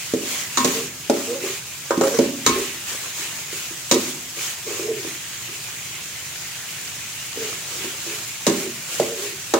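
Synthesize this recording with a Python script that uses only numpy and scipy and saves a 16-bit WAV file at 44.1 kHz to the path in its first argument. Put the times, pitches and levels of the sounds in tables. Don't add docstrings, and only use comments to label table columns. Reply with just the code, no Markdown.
import sys
import numpy as np
from scipy import signal
from scipy.fft import rfft, irfft, next_fast_len
from scipy.io import wavfile
from scipy.ndimage import uniform_filter1d

SR = 44100
rng = np.random.default_rng(int(sys.argv[2]) if len(sys.argv) > 2 else 0)


def put_to_file(sound):
    columns = np.atleast_2d(sound).T
    safe = np.clip(columns, -1, 1)
    whole_steps = np.round(safe * 32767)
    wavfile.write(sys.argv[1], SR, whole_steps.astype(np.int16))


N = 422919
TIME = np.arange(N) / SR

# peak_s, rise_s, fade_s, flare_db, rasp_db
TURNS = [ (0.35, 0.14, 0.15, 6.5, -38.5), (0.75, 0.27, 0.15, 9, -38), (1.21, 0.12, 0.18, 5.5, -37.5),
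         (1.49, 0.12, 0.13, 5.5, -37), (2.06, 0.053, 0.13, 3, -23.5), (2.23, 0.12, 0.087, 3, -34),
         (2.58, 0.15, 0.15, 5, -38), (2.92, .07, .1, 4, -40), (3.05, .06, .07, 2.8, -44),
         (3.22, .08, .09, 4.8, -41), (3.35, .08, .1, 2, -44), (3.57, .08, 0.18, 3.5, -54),
         (4.06, 0.18, 0.11, 6, -53), (4.44, 0.1, 0.12, 7, -48), (4.74, 0.084, 0.16, 3.5, -36.5),
         (5.09, 0.12, 0.08, 2, -44), (7.45, .11, 0.15, 2.5, -35), (7.82, 0.22, 0.15, 3, -40),
         (8.14, 0.23, 0.19, 3, -44), (8.58, 0.13, 0.11, 4.5, -36), (8.95, 0.094, 0.21, 5, -38),
         (9.22, 0.082, 0.12, 4, -44)]
# frequency_hz, coherence
COHERENCE = [(60, 0.98), (300, 1), (640, 0.76), (1400, 0.47), (3000, 0.26), (6000, 0), (15000, 0.013)]


def sizzle(fat_db, bursts_per_s=9000, flutter_db=0.5):
    # frequency_hz, level_db
    fat_spectrum = [(60, -62), (600, -12.5), (1200, -10), (2500, -12), (3700, -8), (4700, -6), (5800, -4.5),
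                    (6800, -1), (7700, -4), (9200, -9.5), (11000, -12), (13500, -13.5), (15500, -10.5)]
    hiss = grains(bursts_per_s, spread_db=0) + rng.standard_normal((2, N))
    level_db = fat_db - 0.19 + flutter_db * wander(70, N)
    return shaped_pair(hiss, fat_spectrum) * gain_of(level_db)


def juice(juice_db, pops_per_pitch_per_s=130, decay_cycles=5, froth_gain=3.5, spurt_db=0.8):
    # frequency_hz, level_db
    juice_spectrum = [(60, -48), (600, -22), (1200, -13), (1900, -4), (2450, 0), (3100, -1.5), (4000, -6.5),
                      (5500, -26), (9000, -19.5)]
    pops, t = np.zeros((2, N)), np.arange(SR // 50) / SR
    count = int(pops_per_pitch_per_s * N / SR)
    for hz in np.geomspace(1400, 4500, num=14):
        when, ear, rarity = rng.random((4000, 3))[:count].T
        clicks = np.zeros((2, N))
        clicks[(2 * ear).astype(int), (N * when).astype(int)] = gain_of(-0.87 * np.log(rarity + 0.00064))
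        bubble = np.sin(2 * np.pi * hz * t) * np.exp(-t * hz / decay_cycles)
        pops += signal.oaconvolve(clicks, bubble[None], axes=1)[:, :N]
    boil = unit_rms(band(pops, 510, 11000)) + froth_gain * rng.standard_normal((2, N))
    return shaped_pair(boil, juice_spectrum) * gain_of(juice_db - 0.94 + spurt_db * wander(16, N))


def spits(decay_s=0.003):
    # start_s, level_db
    drops = [(5.7486, -31), (6.3582, -25), (6.877, -24), (7.228, -26), (7.3295, -24)]
    out, t = np.zeros((2, N)), np.arange(SR // 40) / SR
    for start_s, db in drops:
        pop = band(rng.standard_normal((2, len(t))) * np.exp(-t / decay_s), 1200, 5500)
        add(out, start_s, gain_of(db + 5) * pop / abs(pop).max())
    return out


def frying_levels(juice_db_per_flare_db=1.1):
    # time_s, fat_db, juice_db
    heat = [(0, -30.5, -36), (1.0, -35, -41), (1.8, -33.5, -38.5), (2.8, -32, -35), (4.251, -32.5, -40.5),
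            (5.35, -32.5, -36.5), (7.2, -32, -36.5), (8.8, -32, -38), (9.59, -32.5, -37.5)]
    time_s, fat_db, juice_db = np.transpose(heat)
    flare_db = sum(db * np.sin(np.pi / 2 * swell(peak, rise, fade)) for peak, rise, fade, db, _ in TURNS)
    return (np.interp(TIME, time_s, fat_db) + flare_db,
            np.interp(TIME, time_s, juice_db) + juice_db_per_flare_db * flare_db)


def knocks(contact_s=0.0012, bare_clash_db=-20, bump_t60_s=0.13):
    # start_s, thud_db, thud_hz, ring_db, clash_db
    blows = [ (0.135, -10, 331, -69, -33), (0.226, -25, 355, -53, -45), (0.571, -23, 338, -19.5, -18.5),
             (0.644, -13.5, 407, -29.5, -19.5), (1.096, -5, 520, -29.5, -24.5), (1.138, -23, 410, -48, -39),
             (1.167, -25.5, 380, -51, -40), (1.905, -11, 530, -20.5, -31), (1.974, -10.5, 285, -44, -34.5),
             (2.009, -7.5, 547, -23.5, -26.5), (2.186, -3.5, 367, -33, -24.5),
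             (2.462, -14.5, 430, -18, -14), (3.193, -34.5, 363, -55, -40), (3.524, -30, 370, -59, -41),
             (3.704, -33.5, 345, -59, -46), (3.911, -11, 500, -24, -13.5), (3.956, -10.5, 356, -38, -43),
             (4.368, -34, 377, -59, -44), (4.664, -25.5, 430, -55, -50), (4.792, -22.5, 414, -52, -46),
             (5.045, -25, 372, -54, -42), (5.485, -38, 357, -46, -48), (7.371, -24.5, 390, -53, -44),
             (7.844, -25.5, 334, -55, -36), (8.063, -30, 357, -59, -44), (8.465, -10.5, 447, -26.5, -18.5),
             (8.997, -8, 490, -50, -29), (9.536, -7, 590, -19, -21.5)]
    # delay_s, thud_change_db, thud_frequency_ratio, ring_and_clash_change_db
    rebounds = [(0.009, -1, 0.64, -5), (0.03, -3.5, 0.75, -10.5)]
    # thud_db, band_edge_ratio
    thud_widths = [(-26, 1.25), (-11.5, 1.636)]
    # start_s, level_db
    bumps = [(0.645, -42), (2.189, -34.5), (2.462, -29.5), (3.914, -44), (8.466, -45)]
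    out, t = np.zeros((2, N)), np.arange(SR // 4) / SR
    first_contact = [(0.00037, 0, 1, 0)]
    for start_s, thud_db, thud_hz, ring_db, clash_db in blows:
        contacts = first_contact + (rebounds if clash_db > bare_clash_db else [])
        for delay_s, softer_db, ratio, duller_db in contacts:
            width = np.interp(thud_db + softer_db, *np.transpose(thud_widths))
            hit = knock(thud_db + softer_db, thud_hz * ratio, width,
                        ring_db + duller_db, clash_db + duller_db)
            add(out, start_s + contact_s + delay_s, hit)
    for start_s, db in bumps:
        bump = band(rng.standard_normal(len(t)) * gain_of(-60 * t / bump_t60_s), 59, 185)
        add(out, start_s, gain_of(db) * unit_onset(bump))
    return out


def knock(thud_db, thud_hz, width, ring_db, clash_db, crack_t60_s=0.087, choke_s=0.011):
    # frequency_hz, level_db
    crack_spectrum = [(30, -25), (100, 14), (220, 13.5), (550, 4.5), (750, -7), (1200, -7.5), (2200, -1.5),
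                      (3000, -2.5), (3850, -6.5), (5000, 1), (6800, -1.5), (8500, -5.5), (11000, -12),
                      (15500, -12.5)]
    t = np.arange(SR * 2 // 5) / SR
    crack = shaped_pair(rng.standard_normal((2, len(t))), crack_spectrum)
    crack *= gain_of(9 - 60 * t / crack_t60_s)
    bareness = np.clip(gain_of(ring_db - thud_db), 0, 1)
    free_share = 0.14 + 0.86 * bareness
    damping = free_share + (1 - free_share) * np.exp(-t / choke_s)
    blow = crack * gain_of(-6 * bareness) + wok_ring(t) * damping
    blade = np.sin(2 * np.pi * thud_hz * t) * np.exp(-t * thud_hz / 2)
    edges_hz = thud_hz / width, thud_hz * width
    thud = unit_onset(unit_onset(band(blow, *edges_hz)) + 0.78 * unit_onset(band(blade, *edges_hz)))
    ring = unit_onset(band(blow, 927, 1640, order=4))
    bite = (1 + np.exp(-t / 0.01)) * (1 - np.exp(-t / 0.00041))
    clash = unit_onset(band(blow, 1880, 18000) * bite)
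    return gain_of(thud_db - 7) * thud + gain_of(ring_db) * ring + gain_of(clash_db + 1) * clash


def wok_ring(t, detune=0.0011):
    # frequency_hz, level_db, t60_s
    modes = [(128, 0, 0.3), (176, -5, 0.29), (228, 1, 0.31), (252.9, 3.5, 0.47), (276, -4, 0.14),
             (348, 2, 0.8), (366, -8.5, 0.3), (402, 2.5, 0.32), (433, 0, 0.35), (481, 4.5, 0.045),
             (562, 2, 0.36), (586, -4.5, 0.27), (655.5, -2.5, 0.22), (789, -4, 0.41), (970, -6.5, 0.3),
             (1077, -6.5, 0.27), (1223, -6, 0.16), (1295, -2.5, 0.082), (1455, -14, 0.16),
             (1838, -11.5, 0.23), (2220, -8, 0.31), (2690, -28, 0.16), (3410, -7.5, 0.12), (3770, -3, 0.11),
             (3994, 0.5, 0.048), (4400, -6.5, 0.14), (5270, -13, 0.15), (5960, 3, 0.06), (6660, 3.5, 0.074),
             (6900, -8, 0.065), (7130, 3.5, 0.056), (7530, -7, .15), (8400, -10, 0.14)]
    hz, db, t60_s = np.transpose(modes)[:, :, None]
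    hz = hz * (1 + detune * rng.standard_normal(hz.shape))
    phase = 2 * np.pi * hz * t + rng.uniform(0, 2 * np.pi, hz.shape)
    offset = np.arccos(value_at(COHERENCE, hz)) * rng.choice([-0.5, 0.5], hz.shape)
    decay = gain_of(db - 60 * t / t60_s)
    return np.array([(decay * np.sin(phase + side * offset)).sum(0) for side in (-1, 1)])


def groan(slips_per_s=260, start_pitch_ratio=0.82, pitch_jitter=0.046, shudder_db=4.0):
    # peak_s, rise_s, fade_s, level_db, peak_pitch_hz, end_pitch_hz
    strokes = [ (0.78, 0.098, 0.091, -25, 465, 410), (1.315, 0.065, 0.078, -21, 496, 568),
               (1.469, 0.087, 0.094, -27, 402, 371), (2.05, 0.053, 0.089, -16.5, 564, 450),
               (2.145, .045, .04, -20.5, 469, 420), (2.235, 0.034, 0.103, -21, 320, 181),
               (2.591, 0.071, 0.039, -19, 410.6, 393), (4.059, 0.092, 0.15, -36, 367, 360),
               (4.709, 0.072, 0.059, -31.5, 407, 420), (4.9, 0.12, 0.124, -21, 449.7, 366),
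               (7.419, 0.054, 0.135, -29, 444.5, 405), (7.852, 0.14, 0.044, -34.5, 399, 353),
               (8.131, 0.065, 0.049, -33, 416.5, 390), (8.6, .08, 0.15, -27.5, 411.7, 338),
               (9.111, 0.087, 0.085, -29, 489, 412), (9.211, 0.066, 0.17, -27.5, 410, 384)]
    # frequency_ratio, level_db
    blade_modes = [(1.001, 4), (1.571, -16.5), (2.478, -18)]
    out = np.zeros(N)
    slips = grains(slips_per_s, spread_db=1)[0] + 0.9 * rng.standard_normal(N)
    wok_response = wok_ring(np.arange(SR // 3) / SR)[0]
    wok = band(signal.oaconvolve(slips, wok_response)[:N], 277, 820)
    for peak, rise, fade, db, peak_hz, end_hz in strokes:
        push = swell(peak, rise, fade)
        moving = push > 0
        t, blade = TIME[moving], 0
        hz = np.interp(t, [peak - rise, peak, peak + fade], [start_pitch_ratio * peak_hz, peak_hz, end_hz])
        for ratio, mode_db in blade_modes:
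            cycles = np.cumsum(ratio * hz * (1 + pitch_jitter * wander(215, len(t)))) / SR
            brightness = (hz / 520) ** (3 * (ratio - 1))
            amplitude = brightness * gain_of(mode_db + shudder_db * wander(133.2, len(t)))
            blade += amplitude * np.sin(2 * np.pi * cycles)
        sound = unit_rms(blade) + 0.39 * unit_rms(wok[moving])
        add(out, t[0], sound * gain_of(db - 4) * push[moving] ** 1.25)
    return out


def rasp(catches_per_s=6000, chatter_db=1.5):
    # frequency_hz, level_db
    rasp_spectrum = [(30, -37), (200, -3), (500, 3.5), (800, -7.5), (1100, 2), (1600, -6), (2400, -16),
                     (4200, -8.5), (7500, -4.5), (10000, -18), (15500, -15)]
    push = sum(gain_of(db) * swell(peak, rise, fade) ** 0.61 for peak, rise, fade, _, db in TURNS)
    scrape = shaped_pair(grains(catches_per_s, spread_db=2.9), rasp_spectrum)
    return scrape * push * gain_of(-2 + chatter_db * wander(130, N))


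def stove(level_db=-46, waver_db=0.57):
    # frequency_hz, level_db
    rush_spectrum = [(20, -21), (45, -21), (65, -12.5), (85, -3.5), (130, 2), (175, -3), (240, -11.5),
                     (380, -9), (550, -18.5), (900, -26), (2000, -26)]
    rush = shaped_pair(rng.standard_normal((2, N)), rush_spectrum)
    return rush * gain_of(level_db + waver_db * wander(6, N))


def kitchen(x, gap_s=0.006):
    # frequency_hz, t60_s
    decay_times = [(150, 0.74), (500, 0.4), (2000, 0.51), (7000, 0.23), (15000, 0.29)]
    hz, t, noise = signal.stft(paired(rng.standard_normal((2, SR // 2))), SR, nperseg=256)
    decay = gain_of(-60 * t / value_at(decay_times, hz)[:, None]) * (t > gap_s)
    tail = signal.istft(noise * decay, SR, nperseg=256)[1]
    return signal.fftconvolve(x, tail / np.linalg.norm(tail[0]), axes=1)[:, :N]


def patchy(x, depth_db):
    spectrogram = signal.stft(x, nperseg=512)[2]
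    field = rng.standard_normal(spectrogram.shape[1:])
    for _ in range(2):
        field = uniform_filter1d(field, size=4, axis=0)
        field = uniform_filter1d(field, size=7, axis=1)
    return signal.istft(spectrogram * gain_of(depth_db * unit_rms(field)), nperseg=512)[1][:, :x.shape[-1]]


def paired(x):
    size = next_fast_len(x.shape[-1])
    a, b = rfft(x, size)
    coherence = value_at(COHERENCE, np.fft.rfftfreq(size, 1 / SR))
    mid, side = a * np.sqrt((1 + coherence) / 2), b * np.sqrt((1 - coherence) / 2)
    return irfft(np.array([mid + side, mid - side]), size)[..., :x.shape[-1]]


def coloured(x, spectrum):
    size = next_fast_len(x.shape[-1])
    gain = gain_of(value_at(spectrum, np.fft.rfftfreq(size, 1 / SR)))
    return irfft(rfft(x, size) * gain, size)[..., :x.shape[-1]]


def shaped_pair(x, spectrum):
    return unit_rms(paired(coloured(x, spectrum)))


def grains(per_s, spread_db):
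    sizes = gain_of(spread_db * np.minimum(rng.exponential(1, N), 6))
    return unit_rms(sizes * (rng.random(N) < per_s / SR) * rng.standard_normal((2, N)))


def swell(peak_s, rise_s, fade_s):
    return np.interp(TIME, [peak_s - rise_s, peak_s, peak_s + fade_s], [0, 1, 0])


def wander(per_s, length):
    knots = rng.standard_normal(8000)
    return np.interp(np.arange(length) / SR * per_s, np.arange(len(knots)), knots)


def value_at(points, hz):
    table_hz, values = np.transpose(points)
    return np.interp(np.log(hz + 1), np.log(table_hz + 1), values)


def band(x, low_hz, high_hz, order=2):
    return signal.sosfilt(signal.butter(order, [low_hz, high_hz], "band", fs=SR, output="sos"), x)


def gain_of(db):
    return 10 ** (np.asarray(db) / 20)


def unit_rms(x):
    return x / np.sqrt(np.mean(x ** 2) + 1e-20)


def unit_onset(x):
    return x / x[..., :SR // 50].std()


def add(mix, start_s, sound):
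    part = mix[..., max(round(start_s * SR), 0):][..., :sound.shape[-1]]
    part += sound[..., :part.shape[-1]]


def scene():
    spatula = knocks() + groan()
    fat_db, juice_db = frying_levels()
    frying = patchy(sizzle(fat_db), depth_db=1.08) + patchy(juice(juice_db), depth_db=1.82) + spits()
    return frying + spatula + gain_of(-8) * kitchen(spatula) + patchy(rasp(), depth_db=4.0) + stove()


def record(dry, cutoff_hz=15900):
    # frequency_hz, level_db
    imbalance = [(60, -1), (130, 1), (280, 3), (1000, 0.7), (2500, 1.5), (5000, -0.4), (9000, 0.8),
                 (14000, -0.8)]
    left = coloured(dry[0], [(hz, -db / 2) for hz, db in imbalance])
    right = coloured(dry[1], [(hz, db / 2) for hz, db in imbalance])
    rounded = np.tanh(np.array([left, right]))
    low_pass = signal.firwin(511, cutoff_hz, window=("kaiser", 9), fs=SR)
    return signal.oaconvolve(rounded, low_pass[None], "same")


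dry = scene()
out = record(dry)
put_to_file(out)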